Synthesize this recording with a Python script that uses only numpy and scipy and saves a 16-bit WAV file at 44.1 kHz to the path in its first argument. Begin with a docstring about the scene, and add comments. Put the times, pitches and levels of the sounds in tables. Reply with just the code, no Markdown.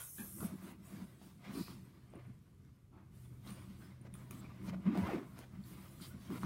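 """A fabric duffel bag is handled on a bed in a small quiet room, over room noise and a wavering hum.
At first skin slides over the weave (patchy, gritty noise) while the first knocks fall (short rings, snaps).
Then the stuffed bag booms and its creases rustle (noise through resonances); a metal pull ticks (beating sines).
Near 5 s the pocket mouth rasps shut (two rough gliding partials); ticks and a last strong knock follow."""
import sys
import numpy as np
from scipy import signal
from scipy.fft import rfft, irfft, next_fast_len
from scipy.io import wavfile
from scipy.ndimage import uniform_filter1d, map_coordinates

SR = 44100
rng = np.random.default_rng(int(sys.argv[2]) if len(sys.argv) > 2 else 0)


def how_loud(loudness_db):
    """Turn decibels into a plain amplitude multiplier (0 dB gives 1, 20 dB gives 10)."""
    steps = np.asarray(loudness_db, float) / 20
    return 10 ** steps


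def file_out(sig):
    """Save sig as 16-bit WAV at sys.argv[1]."""
    # one column per channel
    cols = np.atleast_2d(sig).T
    # limit, then scale
    lim = np.clip(cols, -1, 1)
    pcm = np.round(lim * 32767).astype(np.int16)
    wavfile.write(sys.argv[1], SR, pcm)


N = 284577
T = np.arange(N) / SR


def unit(x):
    """Scale to rms 1."""
    return x / np.sqrt(np.mean(x ** 2) + 1e-20)


def along(points, hz):
    """Interpolate (Hz, value) points on a log frequency axis."""
    f, v = np.transpose(points)
    return np.interp(np.log(hz + 1), np.log(f + 1), v)


def curves(rows):
    """One value per sample for each column after the time."""
    s, *cols = np.transpose(rows)
    return [np.interp(T, s, c) for c in cols]


def wobble(rate_hz):
    """A smooth random curve, rate_hz knots a second."""
    return map_coordinates(rng.standard_normal(int(N * rate_hz / SR) + 4), [T * rate_hz])


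def narrow(width_hz):
    """Complex noise of rms 1 that makes a tone rough over this width."""
    return (unit(wobble(width_hz)) + 1j * unit(wobble(width_hz))) / np.sqrt(2)


def filtered(x, response):
    """x times a complex response of frequency."""
    m = next_fast_len(N + SR // 2)
    return irfft(rfft(x, m) * response(np.fft.rfftfreq(m, 1 / SR)), m)[..., :N]


def cut_above(f, hz, power):
    """Gain that falls above hz."""
    return 1 / (1 + (f / hz) ** power)


def cut_below(f, hz, power):
    """Gain that falls below hz."""
    return 1 / (1 + (hz / (f + 1)) ** power)


def modes(table):
    """Causal response of (center_hz, width_hz, level_db) resonances, signs alternating."""
    def response(f):
        total = 0
        for k, (hz, width_hz, db) in enumerate(table):
            bell = 1j * f * width_hz / (hz * hz - f * f + 1j * f * width_hz)
            total = total + (-1) ** k * how_loud(db) * bell
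        return total
    return response


def friction(slips_hz, spread_db, share, patchy_db):
    """Noise in narrow random patches plus a share of small slips of uneven size."""
    z = signal.stft(rng.standard_normal(N), nperseg=1024)[2]
    field = uniform_filter1d(rng.standard_normal(z.shape), size=3, axis=0)
    field = uniform_filter1d(field, size=5, axis=1)
    bed = signal.istft(z * how_loud(patchy_db * unit(field)), nperseg=1024)[1][:N]
    sizes = how_loud(spread_db * np.tanh(rng.standard_normal(N)))
    grit = (rng.random(N) < slips_hz / SR) * rng.choice([-1, 1], N) * sizes
    return unit(bed) + share * unit(grit)


def gestures(rows, rise_s, rest_db):
    """Level in dB of gestures that rise, hold and fade (seconds per 20 dB), power-summed with a rest level."""
    t = T[::64]
    start_s, hold_s, fade_s, db = (c[:, None] for c in rows)
    rise = np.maximum(start_s - t, 0) / rise_s
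    fade = np.maximum(t - start_s - hold_s, 0) / np.maximum(fade_s, .01)
    power = np.interp(T, t, np.sum(how_loud(2 * (db - 20 * (rise + fade))), axis=0))
    return 10 * np.log10(power + how_loud(2 * rest_db))


# stuffed bag: center_hz, width_hz, level_db
BAG_MODES = [(158, 44, -9.5), (191.3, 21.4, 1.5), (232.6, 59, -11.5)]


def boom():
    """Sparse slips excite the low modes of the stuffed bag."""
    noise = friction(60, 8.0, share=0.51, patchy_db=1)
    return unit(filtered(noise, lambda f: modes(BAG_MODES)(f) * cut_above(f, 300, 4)))


# side walls of the bag: center_hz, width_hz, level_db
SIDE_MODES = [(246.8, 35.6, 0), (303.4, 26.6, -2), (328.4, 23.6, -0.5), (404, 114, -13)]


def flex():
    """Slips excite the side walls as they flex."""
    noise = friction(90, 6.0, share=0.7, patchy_db=1.0)
    return unit(filtered(noise, lambda f: modes(SIDE_MODES)(f) * cut_above(f, 520, 4) * cut_below(f, 200, 4)))


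# stiff panels: center_hz, width_hz, level_db
CREASE_MODES = [(522, 72, 1), (626.4, 32, 3.5), (683, 71, -0.5), (990, 162, -1), (1180, 155, 0.5),
                (1515, 295, -5), (2080, 470, -5.5), (2890, 1800, -18)]


def rustle():
    """Creases excite the stiff panels with slips and patchy noise."""
    noise = friction(300, 3.7, share=0.52, patchy_db=3.0)
    return unit(filtered(noise, lambda f: modes(CREASE_MODES)(f) * cut_below(f, 420, 4)))


# rub spectrum: frequency_hz, density_db_per_hz
RUB_SPECTRUM = [(2200, -4), (3200, 1), (4300, -1), (5500, -3), (7000, -8.5), (9000, -12.5)]


def rub():
    """Dense slips of the rubbed cloth, shaped by a smooth treble spectrum."""
    noise = friction(650, 3.4, share=0.4, patchy_db=3.5)
    return unit(filtered(noise, lambda f: how_loud(along(RUB_SPECTRUM, f))))


# ribs of the weave: center_hz, width_hz, level_db
WEAVE_MODES = [(5330, 530, -12), (7240, 1000, -10.5), (8110, 126, 1.5), (9700, 990, -3), (10960, 226, 4),
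               (11900, 630, 0.5), (13400, 510, -5), (14000, 1900, -7)]


def slide():
    """Skin on the weave: dense slips, resonant across the ribs, a plain hiss elsewhere."""
    hiss = friction(830, 6.2, share=0.32, patchy_db=4.5)
    flat = unit(filtered(hiss, lambda f: (1 + .5 * np.exp(-((f - 9200) / 1500) ** 2)) * cut_below(f, 6200, 8)))
    ribbed = unit(filtered(hiss, lambda f: modes(WEAVE_MODES)(f) * cut_below(f, 5000, 8)))
    return np.where(T < .52, ribbed, flat)  # the first long slide crosses the ribs


# restless hands between gestures: time_s, rustle_db
REST = [(0, -93), (.3, -78), (.6, -69), (.79, -77), (1.1, -77), (1.38, -81), (1.81, -73), (2.08, -77),
        (2.3, -77.5), (2.84, -85), (3.43, -78), (3.7, -73), (4.0, -83.5), (4.5, -74), (4.8, -73),
        (5.3, -71.5), (5.93, -74.5), (6.45, -68)]
# pushes on the bag: start_s, hold_s, fade_s_per_20db, boom_db, flex_over_boom_db
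PUSHES = [(0.223, 0.004, 0.1, -52.5, -3.5), (0.346, 0.17, -0.2, -54, -7), (0.429, 0.0061, 0, -43, -2.5),
          (0.533, 0.026, -0.12, -46, -3.5), (0.646, 0.014, 0.14, -54.5, 0), (0.75, 0.025, 0.4, -57.5, -4),
          (0.917, 0.14, 0.08, -51.5, -11.5), (1.205, 0.035, 0.9, -63, -6), (1.484, 0.037, 0.14, -48.5, -8),
          (1.567, 0.049, 0.01, -44.5, 1), (1.715, 0.0081, 0.2, -52.5, -8.5),
          (2.148, 0.038, 0.01, -57.5, 1.5), (2.287, 0.015, 0, -58, -7.5), (2.6, 0.048, 0.3, -65, -17),
          (2.933, 0.042, .2, -63.5, 1), (3.11, 0.016, 1.3, -63, -11.5), (3.473, 0.059, -0.06, -49.5, -11.5),
          (3.55, 0.26, 0.4, -58.5, -4.5), (4.017, 0.074, -0.9, -58, -8), (4.143, 0.023, 1.1, -57, -10),
          (4.316, 0.049, 0.35, -50, -9), (4.603, 0.019, 1.1, -54, -3), (4.688, .05, 0.24, -45, -16),
          (4.866, 0.12, 0.12, -47, 1.5), (5.037, 0.052, 0.16, -44.5, -3.5), (5.152, 0.014, 0.1, -46, 6),
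          (5.26, 0.04, 0.05, -56, -27), (5.395, 0.016, 0, -61, -2), (5.548, 0.0035, 0.16, -49.5, -14),
          (5.732, 0.048, 0.17, -54, -6.5), (5.917, 0.018, 1, -60, -7), (6.023, 0.004, -0.14, -51.5, -8.5),
          (6.144, 0.0055, 0.13, -48, -13.5), (6.312, 0.052, -0.05, -44, -3.5), (6.445, .01, 3, -35, -8.5)]
# grips that crumple the cloth: start_s, hold_s, fade_s_per_20db, rustle_db, rub_over_rustle_db
CRUMPLES = [(0, .005, 0.12, -60, 0.5), (0.19, 0.0028, 0.3, -67, 2.5), (0.386, 0.036, 0.05, -66.5, -12),
            (0.444, 0.03, 0.24, -61, -4), (0.646, 0.051, 0.05, -59, -8), (0.841, 0.19, 0.2, -67.5, -3.5),
            (1.219, 0.02, 0.26, -71.5, 2), (1.452, .04, 0.21, -59.5, -7.5), (1.547, 0.083, 0.05, -59, -0.5),
            (1.68, 0.021, 0.12, -67.5, 5.5), (2.138, 0.0092, 0.3, -66.5, -19), (2.942, .04, 0.35, -73, -16),
            (3.15, 0.11, 0, -76.5, -0.5), (3.477, 0.022, 0.15, -62, 0.2), (3.57, 0.049, 0.35, -67, -6),
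            (3.707, .03, 0.32, -71, -1), (3.816, 0.041, 0.37, -68, -6.5), (4.067, .005, -0.02, -64.5, -7.5),
            (4.141, 0.056, 0.26, -67.5, -6), (4.326, .005, 0.38, -64, -3.5), (4.447, 0.2, 0.5, -69, -14),
            (4.691, 0.0083, -0.02, -54.5, -4.5), (4.742, .005, -0.05, -55.5, -15),
            (4.865, 0.049, 0.16, -53.5, -22), (4.947, 0.063, 0.16, -50.5, -14),
            (5.049, 0.098, 0.13, -49.5, -14.5), (5.379, 0.068, -0.16, -63.5, -7),
            (5.556, .005, -0.26, -66, -23.5), (5.663, 0.054, 2, -72, 1), (5.753, 0.022, 0.3, -66, -12),
            (6.023, 0.039, 0.05, -66.5, 4.5), (6.222, 0.038, 0.2, -69, 1), (6.318, 0.066, 0, -57, -9),
            (6.429, .03, 0.5, -58, -2.5)]
# skin over the weave: start_s, hold_s, fade_s_per_20db, level_db
SKIN_SLIDES = [(0, 0.016, 0.26, -51.5), (0.02, 0.44, 0.07, -53.5), (.5, 0.033, 0.4, -68.5),
               (0.627, 0.094, -0.2, -65), (0.855, 0.03, 0.46, -65), (1.23, 0.021, 0.3, -71),
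               (1.538, 0.027, 0.23, -61), (1.58, 0.038, 0.21, -59), (3.146, 0.11, 0.3, -72.5),
               (3.47, 0.024, 0.4, -65.5), (3.791, 0.056, 0.15, -71), (4.164, .01, 0.25, -68),
               (4.338, 0.07, 0, -65.5), (4.65, 0.028, -0.04, -67), (4.99, .01, 0.2, -64.5),
               (5.06, 0.078, 0.2, -70.5), (5.27, 0.13, 0.1, -74.5), (5.655, 0.33, .1, -67.5),
               (6.023, 0.066, .07, -61), (6.206, 0.12, 0.5, -71), (6.33, 0.1, .01, -64.5)]


def hands():
    """Levels in dB of push, flex, rustle, rub and slide from the gestures."""
    push_rise_s, grip_rise_s, slide_rise_s = 0.04, 0.056, 0.051  # per 20 dB
    rest_db, = curves(REST)
    push, grip = np.transpose(PUSHES), np.transpose(CRUMPLES)
    return (gestures(push[:4], push_rise_s, rest_db + 9),
            gestures([*push[:3], push[3] + push[4]], push_rise_s, rest_db + 3),
            gestures(grip[:4], grip_rise_s, rest_db),
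            gestures([*grip[:3], grip[3] + grip[4]], grip_rise_s, rest_db - 5.5),
            gestures(np.transpose(SKIN_SLIDES), slide_rise_s, rest_db - 8))


def cloth():
    """Each way of moving the bag excites its own resonances, at levels that waver."""
    push_db, flex_db, rustle_db, rub_db, slide_db = hands()
    catch = wobble(14)  # the cloth catches and lets go
    grain = wobble(55)  # single creases give way
    out = how_loud(push_db + 1.43 * wobble(18)) * boom()
    out += how_loud(flex_db + 1.9 * catch) * flex()
    out += how_loud(rustle_db + 1.35 * catch + 1.43 * grain) * rustle()
    out += how_loud(rub_db + 1.2 * catch + 0.34 * grain) * rub()
    return out + how_loud(slide_db + 0.27 * catch) * slide()


# tones and brushes of the bag: low drumming, squeaks, scrapes and one bright hiss of sliding skin
# start_s, length_s, center_hz, width_hz, relative_db
BAG_STROKES = [(0, 0.039, 1444, 77, -53), (0.18, 0.077, 1680, 260, -58), (0.183, 0.052, 2500, 260, -61.5),
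               (0.186, 0.056, 866, 165, -61.5), (0.181, 0.04, 3400, 350, -66.5),
               (.19, 0.036, 211, 41, -41.5), (0.399, 0.056, 1251, 460, -52.5),
               (0.439, 0.029, 200.5, 27, -34), (1.433, 0.086, 2230, 580, -61.5),
               (1.53, 0.24, 4600, 1650, -58.5), (1.532, 0.26, 2450, 400, -67), (1.538, 0.1, 1102, 380, -59),
               (2.918, 0.14, 997, 900, -67.5), (3.839, 0.029, 5100, 620, -72),
               (3.815, 0.064, 1510, 250, -72), (3.903, 0.046, 2090, 130, -72.5),
               (4.446, 0.029, 2376, 360, -61.5), (4.7, 0.11, 184.6, 17, -37.5),
               (4.85, 0.042, 184, 18.6, -30.5), (4.872, 0.027, 226, 28, -23), (4.9, 0.018, 250, 25, -33),
               (4.916, 0.015, 237, 25, -38), (4.928, 0.018, 260, 30, -33), (4.95, 0.02, 317, 45, -33),
               (4.968, 0.047, 199, 22, -29), (5.014, 0.039, 180, 23.4, -31), (5.011, 0.05, 90.5, 11, -37),
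               (6.1, 0.055, 1470, 130, -64), (6.01, 0.074, 4010, 2200, -57), (5.65, .14, 12500, 5000, -65)]


def strokes():
    """Each stroke is a rough tone, or a band of noise if wide, that swells and fades."""
    out = np.zeros(N + SR)
    for start_s, length_s, center_hz, width_hz, db in BAG_STROKES:
        t = T[:round(length_s * SR)]
        skew, evenness = (1, .8) if center_hz < 400 else (.6, .15)  # low ones drum evenly, others flutter
        shape = np.sin(np.pi * (t / length_s) ** skew)
        rough = narrow(width_hz)[:len(t)]
        rough = rough / np.abs(rough) ** evenness
        band = np.real(rough * np.exp(2j * np.pi * center_hz * t))
        out[round(start_s * SR):][:len(t)] += how_loud(db + 0.5) * shape * band
    return out[:N]


# knocks and snaps of the cloth: start_s, relative_db, pitch_hz, relative_boom_db, relative_treble_db
CLOTH_KNOCKS = [(0.184, -49.5, 1600, 10, -13.5), (0.406, -50, 1250, 5, 3), (0.431, -42, 730, -7, -22),
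                (1.215, -51.5, 720, -5, -19), (1.443, -55, 2020, -8, -23), (1.682, -44.5, 1130, 5, -29.5),
                (2.137, -45, 574, -4, -35.5), (2.65, -68.5, 1570, 8.5, 2), (3.467, -54, 1100, 3, -16),
                (3.475, -50, 4000, -6, -10), (4.052, -49.5, 515, -2, -28), (4.14, -57, 3430, -7, 2),
                (4.153, -52, 1280, 4, -10), (4.3098, -47.5, 1180, 7, 3), (4.443, -57, 2370, -6, -8),
                (4.683, -46.5, 596, 6, -26), (4.732, -44, 662, -1, -37), (4.948, -39, 1080, -2, -24),
                (4.954, -35, 750, 4, -22), (4.975, -31.5, 740, -8, -14.5), (5.072, -40, 680, 1, -14),
                (5.39, -48.5, 522, -17, 2), (5.639, -56.5, 4400, -13, -12), (6.001, -50.5, 1290, -4, -17),
                (6.303, -44.5, 1100, 6, -15), (6.433, -31.5, 1180, -8, -22)]


def knocks():
    """A short ring of the struck panel, a dull snap, a crack with a dying hiss, and a push into the bag."""
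    out, blows, t = np.zeros(N + SR), np.zeros(N), T[:SR // 8]
    onset = 1 - np.exp(-t / 0.00023)
    for start_s, db, pitch_hz, boom_db, treble_db in CLOTH_KNOCKS:
        ring = how_loud(-60 * t / 0.0092) * np.sin(2 * np.pi * pitch_hz * t)
        noise = rng.standard_normal((2, len(t)))
        snap = 0.33 * uniform_filter1d(noise[0], size=7) * how_loud(-60 * t / 0.0075)
        crack = noise[1] * (how_loud(-60 * t / 0.0089) + 0.079 * how_loud(-60 * t / 0.086))
        hit = (ring + snap) * onset + how_loud(treble_db - 7.0) * crack
        out[round(start_s * SR):][:len(t)] += how_loud(db + 4) * hit
        blows[round(start_s * SR)] = how_loud(db + boom_db + 39.5)
    bag = modes(BAG_MODES + SIDE_MODES)
    return out[:N] + filtered(blows, lambda f: bag(f) / (1 + 1j * f / 500) / (1 - 1j * 110 / (f + 1)))


# closing pocket mouth: time_s, slip_rate_hz, first_partial_db, second_partial_db
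POCKET_SLIPS = [(5.035, 459.4, -62, -52), (5.062, 500, -58, -47), (5.078, 631, -51, -43),
                (5.088, 741, -42.5, -49), (5.112, 597, -49.5, -54), (5.14, 366, -37, -46.5),
                (5.16, 241.4, -42, -52), (5.19, 423, -46.5, -58)]


def pocket():
    """The edges slip past each other at a gliding, shaky rate; two partials, each rough in its own way."""
    slip_hz, first_db, second_db = curves(POCKET_SLIPS)
    turns = np.cumsum(slip_hz * (1 + .04 * wobble(90))) / SR
    first = how_loud(first_db) * narrow(150) * np.exp(2j * np.pi * turns)
    second = how_loud(second_db) * narrow(210) * np.exp(2j * np.pi * 2 * turns)
    closing = (T > POCKET_SLIPS[0][0]) * (T < POCKET_SLIPS[-1][0])
    return closing * np.real(first + second)


# metal pull contacts: start_s, relative_db, pitch_hz, t60_s, relative_hardness_db
PULL_TICKS = [(1.0444, -65, 9200, 0.035, -9), (1.851, -64, 8210, 0.03, -14),
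              (2.1011, -66.5, 8300, 0.027, -12), (2.1535, -62.5, 9300, 0.024, -11),
              (2.268, -67.5, 9100, 0.024, -6), (3.5048, -54, 9130, 0.073, -4),
              (3.525, -55, 9140, 0.058, -12), (3.539, -58, 9150, 0.047, -18),
              (3.5544, -61.5, 9400, 0.057, -15.5), (4.0128, -55.5, 9200, 0.021, -17),
              (4.1397, -43, 9000, 0.013, -16), (4.153, -55, 9800, 0.032, -13),
              (4.3093, -48.5, 9160, 0.028, 2.5), (5.383, -58, 9400, 0.023, -1),
              (6.012, -54, 8900, 0.051, -16)]
# short-lived other modes of the pull: mode_hz, level_db
PULL_MODES = [(2450, 5), (6650, -4), (11200, -3), (12300, -3), (15000, -1)]


def ticks():
    """Each tick of the metal pull rings as two close, beating high sines at its own pitch, plus other modes."""
    out, t = np.zeros(N + SR), T[:SR // 5]
    onset = 1 - np.exp(-t / 0.00029)
    for start_s, db, pitch_hz, t60_s, hard_db in PULL_TICKS:
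        phase = rng.uniform(0, 2 * np.pi)
        pair = np.sin(2 * np.pi * pitch_hz * t) + 0.92 * np.sin(2 * np.pi * 1.02 * pitch_hz * t + phase)
        rest = sum(how_loud(level_db + 2 * rng.standard_normal()) * np.sin(2 * np.pi * mode_hz * t)
                   for mode_hz, level_db in PULL_MODES)
        ring = how_loud(-60 * t / max(t60_s, .005)) * onset * pair
        # a hard contact wakes the other modes
        out[round(start_s * SR):][:len(t)] += how_loud(db - 2.5) * (ring + how_loud(hard_db - 1.0 - 60 * t / 0.014) * rest)
    return out[:N]


# mattress: center_hz, width_hz, level_db
MATTRESS_MODES = [(55.7, 89, -6), (96, 19, 3)]


def mattress(swell_db):
    """Noise through the mattress modes rumbles under shifting weight, following the pushes and the low swell."""
    over_push_db = -16
    rest_db = -64.5 + 0.69 * (swell_db - swell_db.mean())
    level_db = gestures(np.transpose(PUSHES)[:4], 0.12, rest_db - over_push_db) + over_push_db
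    noise = rng.standard_normal(N)
    rumble = unit(filtered(noise, lambda f: modes(MATTRESS_MODES)(f) * cut_above(f, 120, 4)))
    return how_loud(level_db + 1.1 * wobble(6.2)) * rumble


# low swell, shared by hum and mattress: time_s, relative_db
LOW_SWELL = [(0.0, -92), (0.14, -71.5), (0.47, -53.5), (0.55, -71.5), (1.4, -79.5), (1.67, -58.5),
             (1.98, -66.5), (2.3, -57), (2.44, -81), (2.6, -60.5), (2.77, -67.5), (3.54, -54),
             (3.72, -59.5), (4.69, -53), (4.83, -71), (5.05, -51.5), (5.19, -61.5), (5.5, -59), (5.84, -59),
             (6.45, -55)]


def hum(swell_db):
    """A low sine that wavers in level and phase."""
    level = np.sqrt(2) * how_loud(swell_db - 1.5 + 1.93 * wobble(8))
    return level * np.sin(2 * np.pi * 124.5 * T + 1.6 * wobble(5))


# room noise: frequency_hz, density_db_per_hz
AIR_SPECTRUM = [(15, -40), (25, -15), (141, 3), (211, -13), (352, -15.5), (414, -18), (587, -35.5),
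                (1060, -61.5), (1150, -41), (3880, -42), (12100, -41.5), (14600, -45), (15800, -65)]


def air():
    """Room noise: faintly patchy noise through a fixed spectrum, its level wavering."""
    noise = friction(33, 1.2, share=0.3, patchy_db=1.5)
    return how_loud(-62.5 + 2.3 * wobble(4.86)) * unit(filtered(noise, lambda f: how_loud(along(AIR_SPECTRUM, f))))


# walls: frequency_hz, t60_s
WALL_DECAY = [(150, 0.47), (1500, 0.26), (10000, 0.15)]


def room(x):
    """Each frequency of the walls' answer, a noise tail, dies at its own speed."""
    hz, t, z = signal.stft(rng.standard_normal(SR // 2), SR, nperseg=256)
    decay = how_loud(-60 * t / along(WALL_DECAY, hz)[:, None])
    tail = signal.istft(z * decay, SR, nperseg=256)[1]
    return signal.fftconvolve(np.pad(x, (200, 0)), tail / np.linalg.norm(tail))[:N]  # 200 samples late


def scene():
    """The bag close by, in the room; its boom reaches the microphone mostly direct."""
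    hits, metal, rubbing = knocks(), ticks(), cloth() + strokes() + pocket()
    bright = filtered(rubbing, lambda f: cut_below(f, 450, 4))
    walls = room(how_loud(-3.0) * hits + how_loud(-10) * metal + how_loud(-12.5) * bright)
    swell_db, = curves(LOW_SWELL)
    return (hits + metal + rubbing + walls + mattress(swell_db) + hum(swell_db) + air())[None]


def top_cut(x):
    """Nothing passes above the cut-off."""
    return signal.sosfilt(signal.butter(12, 16240, fs=SR, output="sos"), x)


def record(dry):
    """A small microphone with weak deep bass and a band limit at 15.8 kHz."""
    mix = filtered(dry, lambda f: (f < 15800) * cut_below(f, 42, 6))
    return top_cut(mix)


dry = scene()
out = record(dry)
file_out(out)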